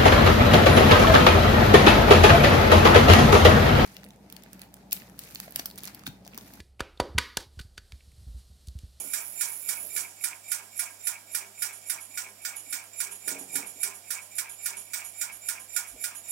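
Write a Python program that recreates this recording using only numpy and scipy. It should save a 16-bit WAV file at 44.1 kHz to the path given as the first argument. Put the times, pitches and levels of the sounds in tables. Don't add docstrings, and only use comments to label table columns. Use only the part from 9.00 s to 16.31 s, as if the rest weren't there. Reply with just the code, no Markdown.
import sys
import numpy as np
from scipy import signal
from scipy.fft import rfft, irfft, next_fast_len
from scipy.io import wavfile

SR = 44100
rng = np.random.default_rng(int(sys.argv[2]) if len(sys.argv) > 2 else 0)


def linear_from_db(decibels):
    return 10 ** (np.asarray(decibels, float) / 20)


def unload_audio(sound):
    columns = np.transpose(np.atleast_2d(sound))
    steps = np.round(np.clip(columns, -1, 1) * 32767)
    wavfile.write(sys.argv[1], SR, steps.astype(np.int16))


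N = 322371
SIZE = next_fast_len(N + SR)
HZ = np.arange(SIZE // 2 + 1) * SR / SIZE
TIME = np.arange(N) / SR
TURN_S = .2762
RUBBED, STRUCK, REBOUNDING, DRAGGED = 1, 2, 3, 4


def evened(x):
    return x / np.sqrt(np.mean(x ** 2) + 1e-20)


def read(points, column):
    table = np.transpose(points)
    return np.interp(np.log(HZ + 1), np.log(table[0] + 1), table[column])


def shaped(x, response):
    return irfft(rfft(x, SIZE) * response, SIZE)[..., :N]


def ring(hz, t60, db):
    half_width = np.log(1000) / (2 * np.pi * t60)
    return linear_from_db(db) * half_width / (half_width + 1j * (HZ - hz))


def unit(response):
    return response / np.sqrt(np.mean(abs(response) ** 2))


def contacts(per_s, spread_db):
    hit, size = rng.random((2, N))
    size_db = spread_db * np.minimum(-np.log(size + 1e-9), 4)
    return evened((hit < per_s / SR) * linear_from_db(size_db) * rng.standard_normal(N))


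def pair(per_s, spread_db):
    return np.array([contacts(per_s, spread_db), contacts(per_s, spread_db)])


def touch(t, start, end, start_db, end_db, rise, fall):
    held_db = np.interp(t, [start, max(end, start) + 1 / SR], [start_db, end_db])
    return linear_from_db(held_db - rise * np.maximum(start - t, 0) - fall * np.maximum(t - end, 0))


# time of the clack in seconds, then the strengths in dB of
# the rub, the clack's bright edge, the rebound and the drag; each stage's contacts add their own dB.
TURNS = [(-0.1428, -33, -26, -22.5, -32.5), (0.1335, -37, -24.5, -29.5, -46),
         (0.4077, -34, -21.5, -28, -43), (0.6874, -35.5, -23, -31, -42), (0.962, -33, -22.5, -29.5, -49),
         (1.2378, -39, -22.5, -32, -51.5), (1.5154, -35, -22, -32, -53), (1.7914, -36.5, -22, -31, -50),
         (2.0687, -37, -19.5, -35, -57), (2.3464, -38, -22, -33, -55), (2.6195, -37.5, -21.5, -30.5, -42.5),
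         (2.896, -39.5, -22, -33.5, -41.5), (3.1725, -39, -34.5, -33.5, -54),
         (3.4484, -43, -41, -34, -37.5), (3.7252, -36.5, -29.5, -33, -50),
         (4.0013, -36, -24.5, -32.5, -37.5), (4.2766, -39.5, -25, -30.5, -39),
         (4.5538, -32.5, -21, -33.5, -39.5), (4.8302, -35, -22.5, -32, -44.5), (5.104, -42, -26, -32, -45),
         (5.382, -36, -24, -39, -40), (5.657, -35.5, -24, -33, -37), (5.933, -47.5, -33.5, -31, -38.5),
         (6.2115, -35.5, -26.5, -35.5, -41), (6.4854, -35.5, -25, -34, -43), (6.7613, -34.5, -23, -32, -42),
         (7.0383, -36, -25, -36, -39), (7.3157, -32, -24, -32, -40)]
RUB_DB, EDGE_DB, REBOUND_DB, DRAG_DB = np.transpose(TURNS)[1:]


def every_turn(stage, levels_db):
    out = np.zeros(N)
    for row, db in zip(TURNS, levels_db * np.ones(len(TURNS))):
        a, b = np.clip(np.round((row[0] + np.array([-TURN_S, TURN_S])) * SR).astype(int), 0, N)
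        power = sum(touch(TIME[a:b] - row[0], *contact) ** 2 for contact in stage)
        out[a:b] += linear_from_db(db) * np.sqrt(power)
    return out


# pitch in Hz, free t60 in seconds,
# relative height in dB when rubbed, struck, rebounding and dragged.
STEEL_MODES = [(1438, .09, -30, 2, -9, -25), (1873, .06, -27, -4, -14, -25), (2252, .12, -16, -3, -4, -18),
               (2320, .05, -16, -9, -10, -16), (2420, .04, -21, -7, -16, -20),
               (3714, .04, -22, -5, -15, -26), (4855, .04, -27, -9, -20, -30), (5254, .1, -20, -2, -9, -22),
               (5690, .05, -22, -5, -6, -18), (6872, .08, -18, -12, -10, -2), (7207, .12, 0, 1, -4, -14),
               (7360, .06, -20, -3, -1, -14), (7590, .07, -14, -2, -9, -11), (8365, .03, -24, -1, -7, -13),
               (8640, .04, -16, -3, -4, -10), (8893, .03, -20, -4, -3, -12), (9541, .09, -7, 5, -10, -7),
               (9851, .04, -18, -5, -12, -2), (10300, .035, -9, -4, -13, -3), (10770, .035, -4, -3, -9, -9),
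               (10975, .035, -12, 1, -10, -12), (11390, .05, -14, 0, -11, -7),
               (11720, .03, -11, -4, -6, -8)]


def modes(way, free=1):
    return sum((-1) ** k * ring(m[0], m[1] * free, m[way + 1]) for k, m in enumerate(STEEL_MODES))


# frequency in Hz,
# relative level in dB when rubbed, struck, rebounding and dragged.
STEEL_BLUR = [(474, -56, -34, -45, -36), (1190, -53, -44, -19.5, -22.5), (1680, -70, -7, -39, -75),
              (2700, -32, -18.5, -21.5, -21), (4120, -70, -13.5, -19, -26), (5560, -47, -7, -14, -57),
              (7200, -22, -9, -6.5, -31), (8820, -33, 2, -6.5, -12), (10140, -24, -6.5, -16, -12),
              (11530, -19, -20, -35, -7), (12400, -30, -4.5, -9, -56), (13500, -25, -9, -27, -60),
              (15700, -47, -8, -14, -43), (16000, -24.5, -9, -16, -17.5)]


def steel(stage, levels_db, way, per_s, spread_db, part=1, free=1):
    response = (modes(way, free) + linear_from_db(read(STEEL_BLUR, way))) * part
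    return shaped(every_turn(stage, levels_db) * pair(per_s, spread_db), unit(response))


def blade_band():
    return 1 / (1 + (9200 / (HZ + 1)) ** 24) / (1 + (HZ / 12200) ** 40)


# touch and let-go in seconds after
# the clack, dB at touch, dB at let-go (both added to the turn's rub), rise in dB/s, fall in dB/s.
RUB_CONTACTS = [(-.075, -0.011, -9.5, -4.5, 1450, 900), (.004, 0.0056, 7.5, 11.5, 720, 4400)]
PRESS_CONTACTS = [(-0.029, -0.01, -2, 4, 1070, 1500)]


def rub():
    blades = blade_band()
    body = steel(RUB_CONTACTS, RUB_DB, RUBBED, per_s=8000, spread_db=-0.5, part=1 - blades)
    press = steel(PRESS_CONTACTS, RUB_DB, RUBBED, per_s=9700, spread_db=4.0, part=blades, free=0.48)
    return body + press


CLACK_DB = -27.5


def blows(part):
    blow_below_db = -12.5
    train = np.zeros(SIZE)
    for row in TURNS[1:]:
        train[round((row[0] + .002) * SR)] = linear_from_db(CLACK_DB + blow_below_db) * np.sqrt(0.014 * SR)
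    return shaped(train, unit(modes(STRUCK) * part))


# touch and let-go in seconds after the clack,
# dB at touch, dB at let-go (added to the clack or the turn's edge), rise in dB/s, fall in dB/s.
CLACK_CONTACTS = [(.002, .016, 1.65, 0.82, 9000, 540)]
EDGE_CONTACTS = [(.002, .02, 2.94, -9.5, 5000, 366)]


def clack():
    blades = blade_band()
    rattle = steel(CLACK_CONTACTS, CLACK_DB, STRUCK, per_s=12000, spread_db=0.0, part=1 - blades)
    edge = steel(EDGE_CONTACTS, EDGE_DB, STRUCK, per_s=12000, spread_db=2.0, part=blades, free=0.51)
    return rattle + blows(1 / (1 + (HZ / 6000) ** 4)) + edge


# touch and let-go in seconds after the clack,
# dB at touch, dB at let-go (both added to the turn's rebound), rise in dB/s, fall in dB/s.
REBOUND_CONTACTS = [(.028, .049, -1, 0, 557, 875), (.071, .09, -6, -15.5, 800, 60)]


def rebound():
    return steel(REBOUND_CONTACTS, REBOUND_DB, REBOUNDING, per_s=11000, spread_db=-0.5)


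# touch and let-go in seconds after the clack,
# dB at touch, dB at let-go (both added to the turn's drag), rise in dB/s, fall in dB/s.
DRAG_CONTACTS = [(.115, .16, 5.5, -1, 1690, 460), (.185, .23, -10, -8.5, 400, 900)]


def drag():
    return steel(DRAG_CONTACTS, DRAG_DB, DRAGGED, per_s=8000, spread_db=0.5, free=0.44)


# time in seconds after the clack, dB added to the turn's knock level.
KNOCKS = [(-.055, -8), (-.027, -1), (.02, -12), (.072, 4.5), (.092, 7.5)]


def knock():
    usual_db, usual_rub_db, db_per_rub_db = -50.5, -38, -0.23
    rise_db_per_s, fall_db_per_s = 600, 624
    stage = [(s, s, db, db, rise_db_per_s, fall_db_per_s) for s, db in KNOCKS]
    level_db = usual_db + db_per_rub_db * (RUB_DB - usual_rub_db)
    near_2300 = sum(ring(*m[:2], m[REBOUNDING + 1]) for m in STEEL_MODES[2:5])
    haze = linear_from_db(-17) * np.exp(-((HZ - 2520) / 260) ** 2)
    return shaped(every_turn(stage, level_db) * pair(900, 2.5), unit(near_2300 + haze))


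# touch and let-go in seconds after the clack,
# dB at touch, dB at let-go (both added to the drumming level), rise in dB/s, fall in dB/s.
DRUM_CONTACTS = [(.02, .085, 2.4, 0.47, 3300, 191)]
# pitch in Hz, t60 in seconds, relative height in dB.
CASING_MODES = [(650, 0.13, -10), (766, 0.2, -1.5), (842, 0.042, -11.5), (929, 0.06, 2.5),
                (1033.3, 0.19, 2), (1206, 0.073, 0.5), (1347, 0.2, -3), (1620, 0.095, 5.5)]
# frequency in Hz, relative level in dB.
CASING_BLUR = [(400, -42), (700, -14.5), (1000, -9.5), (1500, -6), (2800, -14), (4000, -22.5)]


def casing():
    below_clack_db = -21
    panels = sum((-1) ** k * ring(*m) for k, m in enumerate(CASING_MODES))
    response = unit(panels + linear_from_db(read(CASING_BLUR, column=1)))
    return shaped(every_turn(DRUM_CONTACTS, CLACK_DB + below_clack_db) * pair(2500, 2.1), response)


def slicer():
    return rub() + clack() + rebound() + drag() + knock() + casing()


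# time in seconds, peak in dB, strongest ring in Hz.
THUDS = [(0.042, -49, 264), (0.135, -56, 200), (0.744, -64, 200), (0.838, -49, 660), (0.845, -51, 200),
         (3.09, -58, 275), (3.668, -56, 280), (3.732, -54, 285), (4.273, -43, 400), (4.309, -39.5, 283),
         (4.349, -44.5, 646), (4.409, -43, 274), (4.551, -40, 280), (4.598, -42.5, 262), (4.757, -50, 373),
         (6.936, -52, 266), (6.955, -49, 478), (6.999, -55, 624)]
# pitch in Hz, t60 in seconds, relative level in dB.
TRAY_MODES = [(201, 0.12, -4.5), (264, 0.14, -2), (279.4, 0.2, 0.5), (383, 0.076, 2), (478, 0.13, -2),
              (622, 0.23, -1.5), (876, 0.088, -20)]


def tray():
    out, t = np.zeros(N + SR), np.arange(SR // 4) / SR
    phases = rng.random((len(THUDS), len(TRAY_MODES)))
    for (s, db, near_hz), phase in zip(THUDS, phases):
        boom = np.zeros(len(t))
        for (hz, t60, level), p in zip(TRAY_MODES, phase):
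            mode_db = level - 9.9 * abs(np.log2(hz / near_hz))
            boom += linear_from_db(mode_db - 60 * t / t60) * np.sin(2 * np.pi * (hz * t + p))
        boom *= 1 - np.exp(-t / 0.0037)
        out[round(s * SR):][:len(t)] += linear_from_db(db) * boom / abs(boom).max()
    return out[:N]


# start and end in seconds,
# dB at start, dB at end, rise in dB/s, fall in dB/s.
TUMBLES = [(0, .03, -50, -56, 300, 130), (.3, .98, -68, -62, 30, 90), (4.29, 4.42, -49, -51, 500, 200),
           (4.545, 4.64, -49, -50, 260, 190), (4.1, 4.8, -67, -62, 200, 25)]
# frequency in Hz, relative level in dB.
TUMBLE_COLOUR = [(100, -41), (150, -2), (300, -17), (500, -8), (800, -1.5), (1200, -19), (2000, -49)]


def tumble():
    level = np.sqrt(sum(touch(TIME, *row) ** 2 for row in TUMBLES))
    body = sum((-1) ** k * ring(*m) for k, m in enumerate(TRAY_MODES)) + linear_from_db(read(TUMBLE_COLOUR, column=1))
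    return level * evened(shaped(pair(700, 2.0), body))


# pitch in Hz, rms in dB.
HUM = [(100, -71)]
# pitch in Hz, rms in dB.
FUZZY_TONES = [(155, -84.5), (200, -82.5), (300, -82), (394, -76), (505, -80.5)]
# time of the top in seconds, level there in dB.
MOANS = [(0.983, -57.5), (1.63, -66), (2.452, -61), (2.68, -66), (3.28, -60.5), (4.093, -56.5),
         (4.88, -63.5), (5.74, -59.5)]


def motor():
    hum = sum(linear_from_db(db) * np.sqrt(2) * np.sin(2 * np.pi * hz * TIME) for hz, db in HUM)
    fuzzy = sum(linear_from_db(db) * evened(shaped(rng.standard_normal(N), ring(hz, .6, 0))) for hz, db in FUZZY_TONES)

    moan_hz, moan_width_s = 396, 0.052
    waver = evened(shaped(rng.standard_normal(N), ring(moan_hz, 0.12, 0)))
    moan = evened(np.sin(2 * np.pi * moan_hz * TIME) + 0.45 * waver)
    moan = moan * sum(linear_from_db(db) * np.exp(-((TIME - s) / moan_width_s) ** 2) for s, db in MOANS)

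    groan_hz, groan_db, groan_width_s = 205, -68, .05
    first_s, every_s = .02, .826
    since = (TIME - first_s + every_s / 2) % every_s - every_s / 2
    groan = linear_from_db(groan_db) * np.exp(-(since / groan_width_s) ** 2) * np.sin(2 * np.pi * groan_hz * since)
    return hum + fuzzy + groan + moan


# frequency in Hz, relative level in dB.
HISS_COLOUR = [(6000, -23.5), (9000, -28), (9600, 1), (12000, -0.5), (13000, -8.5), (15500, -4.5),
               (16500, -32.5)]


def hiss():
    level_db, swell_db, top_s, end_s, fall_db_per_s = -36.5, 1.5, 0.23, 1.032, 330
    response = linear_from_db(read(HISS_COLOUR, column=1)) * (linear_from_db(-13) + modes(RUBBED, free=.7))
    swell = swell_db * np.cos(2 * np.pi * (TIME - top_s) / TURN_S)
    gain_db = level_db + swell - fall_db_per_s * np.maximum(TIME - end_s, 0)
    return evened(shaped(pair(3000, 1.3), response)) * linear_from_db(gain_db)


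# time in seconds, level in dB, pitch in Hz, half length in seconds.
BUMP = (6.942, -55, 52, .035)


def bump():
    s, db, hz, half_s = BUMP
    return linear_from_db(db) * np.exp(-((TIME - s) / half_s) ** 2) * np.sin(2 * np.pi * hz * (TIME - s))


# time in seconds, level in dB.
RUMBLE = [(0.0, -66), (0.6, -85), (1.2, -84), (2.2, -82), (2.7, -88), (6.1, -87), (6.3, -71), (6.75, -78),
          (7.31, -76)]


def rumble():
    noise = evened(shaped(rng.standard_normal((2, N)), ring(52.4, 0.37, 0) ** 2))
    return noise * linear_from_db(np.interp(TIME, *np.transpose(RUMBLE)))


# frequency in Hz, relative level in dB.
WHIRR_COLOUR = [(100, -21), (150, -7), (280, -5), (450, -8), (580, -1), (660, 5), (900, -2.5), (1150, -5.5),
                (2300, -9), (3200, -6), (4200, -7.5), (5500, -0.5), (6300, -27), (7100, 0), (8700, -6),
                (11800, 1.5), (12400, -5), (15800, -8)]


def whirr():
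    return linear_from_db(-51.5) * evened(shaped(rng.standard_normal((2, N)), linear_from_db(read(WHIRR_COLOUR, column=1))))


def echoes(t60, start):
    at = np.arange(SR // 40) * 20 + rng.integers(0, 20, SR // 40)
    taps = np.zeros(SR)
    taps[at + round(start * SR)] = rng.choice([-1., 1.], len(at)) * linear_from_db(-60 * at / SR / t60)
    return unit(rfft(taps, SIZE))


# frequency in Hz, level in dB, share arriving directly from 0 to 1.
LEFT_PORT = [(60, 0, 0.95), (150, 0, 1), (350, 1, 0.97), (670, 0, 0.93), (1220, -5, 0.52),
             (2320, 1.5, 0.93), (3770, -6.5, 0.067), (4060, -19, 0.58), (4370, -8.5, 0.27),
             (5570, -4.5, 0.81), (7240, -5.5, 0.78), (9300, -15.5, 0.52), (9900, -24.5, 1),
             (11900, -9.5, 0.49), (13500, -17.5, .3), (15300, -11, .3)]
# frequency in Hz, lead over the right in radians.
LEFT_LEAD = [(300, 0), (690, -.5), (1640, 0), (3190, 0), (3880, 3.6), (5250, 6.3), (10200, 6.9),
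             (11400, 19), (15900, 20)]


def scene():
    sources = slicer() + tray() + tumble() + motor() + hiss() + bump() + rumble() + whirr()
    near, far = rfft(sources, SIZE)
    direct = np.clip(read(LEFT_PORT, column=2), 0, 1)
    far = np.sqrt(1 - direct ** 2) * (far - direct * near)
    led = direct * near * np.exp(1j * read(LEFT_LEAD, column=1))
    left = linear_from_db(read(LEFT_PORT, column=1)) * (led + far)
    roof = linear_from_db(-11.0) * np.clip(HZ / 400, 0, 1)
    left = left * (1 + roof * echoes(0.43, .008))
    right = near * (1 + roof * echoes(0.12, .008))
    return irfft([left, right], SIZE)[:, :N]


def low_pass(x):
    return signal.sosfilt(signal.butter(12, 16340, fs=SR, output="sos"), x)


def record(dry):
    edge_hz, bass_cut_hz = 15800, 44
    loss = (1 + (HZ / edge_hz) ** 300) * (1 + (bass_cut_hz / (HZ + 1)) ** 6)
    mix = shaped(dry, 1 / np.sqrt(loss))
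    return low_pass(mix)


dry = scene()
out = record(dry)
unload_audio(out)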